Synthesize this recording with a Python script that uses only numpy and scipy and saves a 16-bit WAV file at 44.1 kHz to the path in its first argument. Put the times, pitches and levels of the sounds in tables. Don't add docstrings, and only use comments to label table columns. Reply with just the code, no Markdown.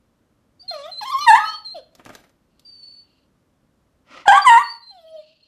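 import sys
import numpy as np
from scipy import signal
from scipy.fft import rfft, irfft, next_fast_len
from scipy.io import wavfile
from scipy.ndimage import uniform_filter1d, minimum_filter1d, map_coordinates

SR = 44100
rng = np.random.default_rng(int(sys.argv[2]) if len(sys.argv) > 2 else 0)


def unload_audio(sound):
    columns = np.transpose(np.atleast_2d(sound))
    steps = np.round(np.clip(columns, -1, 1) * 32767)
    wavfile.write(sys.argv[1], SR, steps.astype(np.int16))


N = 241578
TOP_HZ = 14000
PURITY = 0.93

# (f/Hz, level against the fundamental/dB)
NOSE_TONE = [(500, -9), (1150, -3.5), (1700, -17.5), (2300, -20), (3200, -17), (4100, -20.5), (5100, -20.5),
             (6200, -29.5), (7200, -38.5), (8200, -36), (9600, -43.5), (11000, -37.5), (13500, -42.5)]


def amp(db):
    return 10 ** (np.asarray(db) / 20)


def unit(x):
    return x / np.sqrt(np.mean(x ** 2) + 1e-20)


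def along(points, hz):
    f, v = np.transpose(points)
    return np.interp(np.log(hz + 1), np.log(f + 1), v)


def wobble(size, rate):
    knots = rng.standard_normal(int(size * rate / SR) + 4)
    return map_coordinates(knots, [np.arange(size) * rate / SR])


def filtered(x, response):
    size = x.shape[-1]
    padded = next_fast_len(size + 4096)
    spectrum = rfft(x, padded) * response(np.fft.rfftfreq(padded, 1 / SR))
    return irfft(spectrum, padded)[..., :size]


def noise(spectrum, size):
    return unit(filtered(rng.standard_normal(size), lambda hz: amp(along(spectrum, hz))))


def add(track, s, x):
    part = track[max(round(s * SR), 0):][:len(x)]
    part += x[:len(part)]


def clock(length):
    return np.arange(max(int(length * SR), 8)) / SR


def joined(t, times, values):
    return np.interp(t, np.maximum.accumulate(times), values)


def soft_gate(size, fade):
    t = np.arange(size) / SR
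    from_edge = np.minimum(t, t[-1] - t)
    return np.sin(np.pi / 2 * np.clip(from_edge / fade, 0, 1)) ** 2


def bend(t, first, middle, last):
    u = 2 * t / t[-1] - 1
    return middle + (last - first) / 2 * u + ((first + last) / 2 - middle) * u ** 2


def envelope(t, attack, release, edge_db, fade_db):
    shape_db = joined(t, [0, attack, t[-1] - release, t[-1]], [-edge_db, 0, 0, -edge_db])
    return shape_db - fade_db * (t / t[-1] - .5)


def room_tone():
    # (f/Hz, relative level/dB)
    hush_color = [(15, -50.5), (25, -14.5), (54, -5), (91, -8), (271, -7.5), (425, -17), (569, -14),
                  (703, -22), (1160, -21.5), (2140, -30.5), (4730, -35), (12300, -41), (14000, -43.5)]
    # (t/s, level/dB)
    hush_level = [(4.6, -64.5), (4.75, -70.5)]
    level_db = joined(np.arange(N) / SR, *np.transpose(hush_level))
    return amp(level_db) * noise(hush_color, N)


def whistle(swing, sideband_db=36, octave_db=-31, jitter=0.0036, waver=.005, air_db=-31, flutter_db=2.07):
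    # (start t/s, length t/s, first f/Hz, middle f/Hz, last f/Hz, level/dB, fade/dB)
    whistle_notes = [(0.593, 0.042, 4640, 4630, 4960, -47, -5), (.677, 0.04, 4340, 4210, 4237, -31, -7.5),
                     (0.912, .1, 4154, 4043, 4276, -33, -3), (1.11, 0.021, 4560, 4803, 4680, -40, 2.5),
                     (1.205, 0.061, 4100, 4180, 4110, -32, -2), (1.448, 0.16, 4260, 4378, 4500, -36, 4.5),
                     (1.644, 0.1, 4258, 4150, 4290, -35.5, 0.5),
                     (2.647, 0.066, 4710, 4640, 4554, -44, -2.5),
                     (2.703, 0.14, 4660, 4518, 4574, -48, -2.5), (2.82, .215, 4490, 4486, 4484, -46.5, 7),
                     (4.415, .034, 4660, 4668, 4620, -24.5, 0.5),
                     (4.63, 0.083, 4480, 4477, 4580, -35.5, -7.5),
                     (4.695, 0.09, 4600, 4504, 4355, -39, 5.5),
                     (4.816, 0.11, 4095, 4117, 4070, -45.5, -8.5),
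                     (5.425, 0.024, 4230, 4240, 4290, -54.5, -1.5)]
    # (f/Hz, relative level/dB)
    hiss_color = [(1000, -11.5), (3000, 2), (5000, -3.5), (8000, -3), (11000, -9.5), (13500, -25.5)]
    sound = np.zeros(N)
    for start, length, first, middle, last, level_db, fade_db in whistle_notes:
        t = clock(length)
        size = len(t)
        gate = soft_gate(size, fade=.005)
        pitch = bend(t, first, middle, last) * (1 + waver * wobble(size, 45))
        db = level_db + envelope(t, attack=.0075, release=.017, edge_db=11, fade_db=fade_db)
        db = db + flutter_db * wobble(size, 50)
        phase = 2 * np.pi * np.cumsum(pitch * (1 + jitter * wobble(size, 300))) / SR
        tone = np.sin(phase) + amp(octave_db) * np.sin(2 * phase)
        hiss = amp(air_db) * noise(hiss_color, size)
        add(sound, start, np.sqrt(2) * gate * amp(db) * (tone + hiss))
    sidebands = filtered(sound * swing, lambda hz: amp(sideband_db + 2 * along(NOSE_TONE, hz)))
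    return sound + sidebands


def voice(calls, tract, shimmer_db, air_db, bite_db, bite_time=0.026):
    sound, swing = np.zeros(N), np.zeros(N)
    for start, pitch, db, bright_db, half_db in calls:
        size = len(pitch)
        gate = soft_gate(size, fade=.005)
        phase = 2 * np.pi * np.cumsum(pitch * (1 + .005 * wobble(size, 300))) / SR
        slip = np.interp(half_db, [-48, -30], [.08, .16]) * wobble(size, 700)
        age = np.arange(size) / SR / bite_time
        bite = bite_db * age ** 2 * np.exp(1 - age ** 2)
        wave = np.sin(phase)
        for k in range(2, 20):
            ragged_db = min(2 * k - 3, 5) * wobble(size, 45)
            overtone_db = along(tract, k * pitch) + bright_db + ragged_db + bite * (k > 3)
            overtone = amp(overtone_db) * np.sin(k * phase + (k - 1) * slip)
            wave += overtone * (k * pitch < TOP_HZ)
        for k in np.arange(10) + .5:
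            wave += amp(along(tract, k * pitch) + half_db) * np.sin(k * (phase + slip))
        air = amp(air_db + bright_db) * noise(tract, size) * (1 + np.cos(phase))
        level = amp(db + shimmer_db * wobble(size, 120))
        add(sound, start, gate * level * (np.sqrt(2) * wave + air))
        add(swing, start, gate * np.cos(phase))
    return sound, swing


def short_cry(row):
    start, length, first, middle, last, db, fade_db, bright_db, half_db = row
    t = clock(length)
    pitch = bend(t, first, middle, last)
    effort_db = 11 * np.log2(pitch / middle)
    shape_db = envelope(t, attack=.014, release=.025, edge_db=11.5, fade_db=fade_db)
    return start, pitch, db + effort_db + shape_db, bright_db - PURITY * effort_db, half_db


def long_cry(curve, gain_db, overtones_db, undertone_db):
    s, hz, level = np.transpose(curve)
    t = s[0] + clock(s[-1] - s[0])
    db = joined(t, s, level)
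    bright_db = overtones_db - PURITY * (db - db.mean())
    return s[0], joined(t, s, hz), db + gain_db, bright_db, undertone_db


def whimpers():
    # (start t/s, length t/s, first f/Hz, middle f/Hz, last f/Hz,
    #                  level/dB, fade/dB, overtones/dB, half-pitch undertone/dB)
    short_rows = [(0.624, .055, 694, 740.3, 770, -58, 0, 0, -38),
                  (1.742, .068, 762, 605, 456.8, -36, 0.0046, -8, -21)]
    # (t/s, f/Hz, level/dB)
    long_curve = [(4.905, 829, -53), (4.955, 749, -49), (5.0, 670.3, -49), (5.02, 651, -65.5),
                  (5.05, 642.7, -44.5), (5.1, 642, -46.5), (5.16, 636, -33), (5.195, 605, -40.5),
                  (5.23, 579, -63.5)]
    # (f/Hz, level against the fundamental/dB)
    closed_tone = [(500, -3), (1250, -19), (1550, -17), (1950, -27), (2600, -20.5), (3300, -8.5),
                   (3900, -21.5), (4600, -16.5), (6200, -38), (8000, -37), (13000, -40)]
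    long_whimper = long_cry(long_curve, gain_db=0.0, overtones_db=-8, undertone_db=-45)
    calls = [*map(short_cry, short_rows), long_whimper]
    return voice(calls, closed_tone, shimmer_db=-0.03, air_db=-29.5, bite_db=1.5)[0]


def whines():
    # (start t/s, length t/s, first f/Hz, middle f/Hz, last f/Hz,
    #                level/dB, fade/dB, overtones/dB, half-pitch undertone/dB)
    short_rows = [(0.706, .205, 750, 559.8, 782.4, -38.5, 6.5, -1, -37.5),
                  (1.394, .17, 1221, 1287, 1214, -30.5, 17, -4, -30)]
    # (t/s, f/Hz, level before its gain/dB)
    long_curve = [(1.008, 1122, -33), (1.02, 861, -30.5), (1.037, 820, -31.5), (1.062, 1071, -32),
                  (1.1, 1038, -29), (1.122, 1216, -26), (1.137, 1070, -21), (1.157, 1069, -11.5),
                  (1.177, 1092, -31), (1.21, 1178, -28), (1.265, 1214, -30.5)]
    long_whine = long_cry(long_curve, gain_db=-0.5, overtones_db=0, undertone_db=-30)
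    calls = [*map(short_cry, short_rows), long_whine]
    return voice(calls, NOSE_TONE, shimmer_db=2.92, air_db=-32, bite_db=-0.5)


def yelp(row, pitch_curve):
    # (level/dB, level/dB)
    lead_in_db = (-31.5, -21.5)
    crack_s, release_s, release_db = 0.019, 0.026, 11.5
    sag_db, dulling_db = 3.5, 4
    (start, length, lead_in, attack, crack, full_db, cracked_db,
     burst_bright_db, cracked_bright_db, half_db, rasp_db) = row
    t = clock(length)
    burst, cracked = lead_in + attack, crack + crack_s
    halfway_db = lead_in_db[1] + .72 * (full_db - lead_in_db[1])
    times = [0, lead_in, lead_in + attack / 2, burst, crack, cracked, length - release_s, length]
    levels = [*lead_in_db, halfway_db, full_db, full_db - sag_db,
              cracked_db, cracked_db, cracked_db - release_db]
    bright_db = joined(t, [burst, crack, cracked],
                       [burst_bright_db, burst_bright_db - dulling_db, cracked_bright_db])
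    undertone_db = joined(t, [0, min(.08, crack), crack, cracked], [-45.5, half_db, half_db, rasp_db])
    pitch = joined(start + t, *np.transpose(pitch_curve))
    return start, pitch, joined(t, times, levels), bright_db, undertone_db


def yelps():
    # (start t/s, length t/s, lead-in t/s, attack t/s, crack after t/s, full level/dB, cracked level/dB,
    #         burst overtones/dB, cracked overtones/dB, full undertone/dB, cracked undertone/dB)
    yelp_rows = [(1.262, 0.13, .002, .022, .08, 0.5, -13, 1.5, 5, -42, -32),
                 (4.254, 0.15, .025, 0.0025, .06, 5.5, -11.5, -1, 1.5, -39.5, -25),
                 (4.446, 0.18, .003, 0.035, .128, -3, -16.5, 2, 2, -16.5, -31.5)]
    # (t/s, f/Hz)
    pitch_curves = [
        [(1.263, 1024), (1.277, 942.7), (1.297, 902.3), (1.311, 824.8), (1.325, 907.3), (1.342, 885.3),
         (1.36, 1008), (1.4, 1233)],
        [(4.255, 1049), (4.266, 752.5), (4.279, 693), (4.281, 840.4), (4.297, 778.6), (4.316, 845),
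         (4.328, 980.3), (4.355, 1093), (4.402, 1200)],
        [(4.448, 1211), (4.473, 1004), (4.488, 994), (4.502, 936.2), (4.56, 920.7), (4.58, 979.4),
         (4.597, 1125), (4.625, 1200)],
    ]
    # (f/Hz, level against the fundamental/dB)
    mouth_tone = [(450, -17), (900, 1.5), (1400, -1), (1850, -9), (2300, -22), (2900, -22), (3700, -35),
                  (4800, -39.5), (5900, -47), (7100, -38), (8300, -38), (9400, -47), (11000, -54.5),
                  (13500, -62)]
    calls = map(yelp, yelp_rows, pitch_curves)
    return voice(calls, mouth_tone, shimmer_db=3.0, air_db=-38.0, bite_db=7.5)[0]


def rumble(yelp_sound, rumble_db):
    # (f/Hz, relative level/dB)
    rumble_color = [(20, -2.5), (70, 0), (160, -1.5), (300, -14), (600, -40.5)]
    loudness = uniform_filter1d(np.abs(yelp_sound), size=400)
    return amp(rumble_db) * np.abs(loudness) ** .5 * noise(rumble_color, N)


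def airflow(rows, spectrum, flutter_db, swell_db):
    sound = np.zeros(N)
    for start, length, peak_db in rows:
        t = clock(length)
        db = peak_db - swell_db * (2 * t / t[-1] - 1) ** 2 + flutter_db * wobble(len(t), 77)
        add(sound, start, soft_gate(len(t), fade=.01) * amp(db) * noise(spectrum, len(t)))
    return sound


def fur_shake():
    # (start t/s, length t/s, mid-swell level before flutter/dB)
    swish = [(1.92, .38, -53)]
    # (f/Hz, relative level/dB)
    fur_color = [(100, 0.5), (220, 6), (400, -6.5), (700, 3.5), (1000, -9.5), (2000, -7), (3500, -12.5),
                 (13000, -24)]
    return airflow(swish, fur_color, flutter_db=4.0, swell_db=22.5)


def flaps(click_share=0.55):
    # (t/s, slap level/dB, wet click level/dB, slap t60 t/s)
    hits = [(1.951, -53, -47, .07), (1.996, -43, -70.5, 0.089), (2.052, -43, -40, .019),
            (2.061, -36.5, -48, 0.087), (2.093, -34, -46.5, .04), (2.102, -34.5, -66, 0.053),
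            (2.151, -37.5, -35.5, .05), (2.239, -48, -63.5, 0.061), (2.294, -57, -60.5, .072),
            (2.595, -66, -47.5, 0.048)]
    # (f/Hz, relative level/dB)
    slap_color = [(47, -45.5), (80, -21), (220, -5.5), (299, -9), (662, -4.5), (779, -14.5), (1270, -10),
                  (2260, -18.5), (3080, -24), (6000, -49), (7800, -48), (13200, -120)]
    # (f/Hz, relative level/dB)
    smack_color = [(500, -37.5), (2000, -13), (4000, -2.5), (6500, -3.5), (9000, -11.5), (13500, -13.5)]
    sound, t = np.zeros(N), np.arange(SR // 5) / SR
    for s, slap_db, click_db, t60 in hits:
        slap = amp(slap_db - 60 * t / t60) * noise(slap_color, len(t))
        click = amp(click_db - 60 * t / (click_share * t60)) * noise(smack_color, len(t))
        add(sound, s, slap + click)
    return sound


def sniffles():
    # (start t/s, length t/s, mid-swell level before flutter/dB)
    sniffs = [(2.5, 0.74, -71), (3.03, 0.24, -70), (4.88, 0.96, -68.5), (5.19, 0.17, -62.5)]
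    # (f/Hz, relative level/dB)
    sniff_color = [(1200, -21), (2200, -14), (2800, 10), (3600, -3), (4400, 9), (5500, -13), (12000, -34)]
    return airflow(sniffs, sniff_color, flutter_db=2.5, swell_db=12.5)


def huff():
    # (start t/s, length t/s, mid-swell level before flutter/dB)
    puff = [(4.045, 0.24, -42.5)]
    # (f/Hz, relative level/dB)
    huff_color = [(88, -55.5), (150, -18.5), (268, -5), (435, -13), (544, -2), (836, -10.5), (1380, 0),
                  (1640, -17), (1940, -5.5), (3090, -8.5), (3790, -16.5), (5210, -17), (13000, -48.5)]
    return airflow(puff, huff_color, flutter_db=2.5, swell_db=29.5)


def scatter(x, t60=.07):
    # (f/Hz, level/dB)
    near_color = [(900, -29), (1900, -13), (3200, -7), (7000, 0.5)]
    t = np.arange(SR // 10) / SR
    burst = rng.standard_normal(len(t)) * amp(-60 * t / t60)
    burst = filtered(burst / np.linalg.norm(burst), lambda hz: amp(along(near_color, hz)))
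    return signal.fftconvolve(x, burst)[:N]


def room(x, build=0.0014):
    # (f/Hz, t60 t/s)
    decay = [(150, .4), (600, .5), (1100, 0.33), (2000, 0.38), (4500, 0.37), (8000, 0.28), (13000, 0.52)]
    # (f/Hz, level/dB)
    wet_color = [(500, -10), (930, -13.5), (1250, -5), (2000, -8), (4500, -8), (8000, -14), (13000, -8)]
    hz, t, z = signal.stft(rng.standard_normal(SR * 3 // 4), SR, nperseg=256)
    dying = amp(-60 * t / along(decay, hz)[:, None])
    rising = 1 - np.exp(-(t / build) ** 2)
    tail = signal.istft(z * dying * rising, SR, nperseg=256)[1]
    tail = filtered(tail / np.linalg.norm(tail), lambda hz: amp(along(wet_color, hz)))
    return signal.fftconvolve(x, tail)[:N]


def scene():
    # (f/Hz, side gain/dB)
    width = [(2500, -68), (4500, -33.5), (6000, -3.5), (12000, -7)]
    whine_sound, swing = whines()
    yelp_sound = yelps()
    cries = whine_sound + yelp_sound + whimpers()
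    air = sniffles() + huff()
    head_shake = flaps() + fur_shake()
    dog = cries + scatter(cries) + whistle(swing) + air + head_shake
    mid = dog + room(dog) + rumble(yelp_sound, rumble_db=-46) + room_tone()
    side = filtered(room(dog), lambda hz: amp(along(width, hz)))
    return np.array([mid + side, mid - side])


def record(dry, hold=0.0022, lopsided=0.0025):
    needed = np.minimum(1, .84 / (np.abs(dry).max(axis=0) + 1e-9))
    size = max(int(hold * SR), 2)
    gain = uniform_filter1d(minimum_filter1d(needed, size), size)
    late_gain = np.roll(gain, size // 2)
    held = np.clip(dry * late_gain, -.97, .97)
    return filtered(held + lopsided * held ** 2, lambda hz: hz < TOP_HZ)


dry = scene()
out = record(dry)
unload_audio(out)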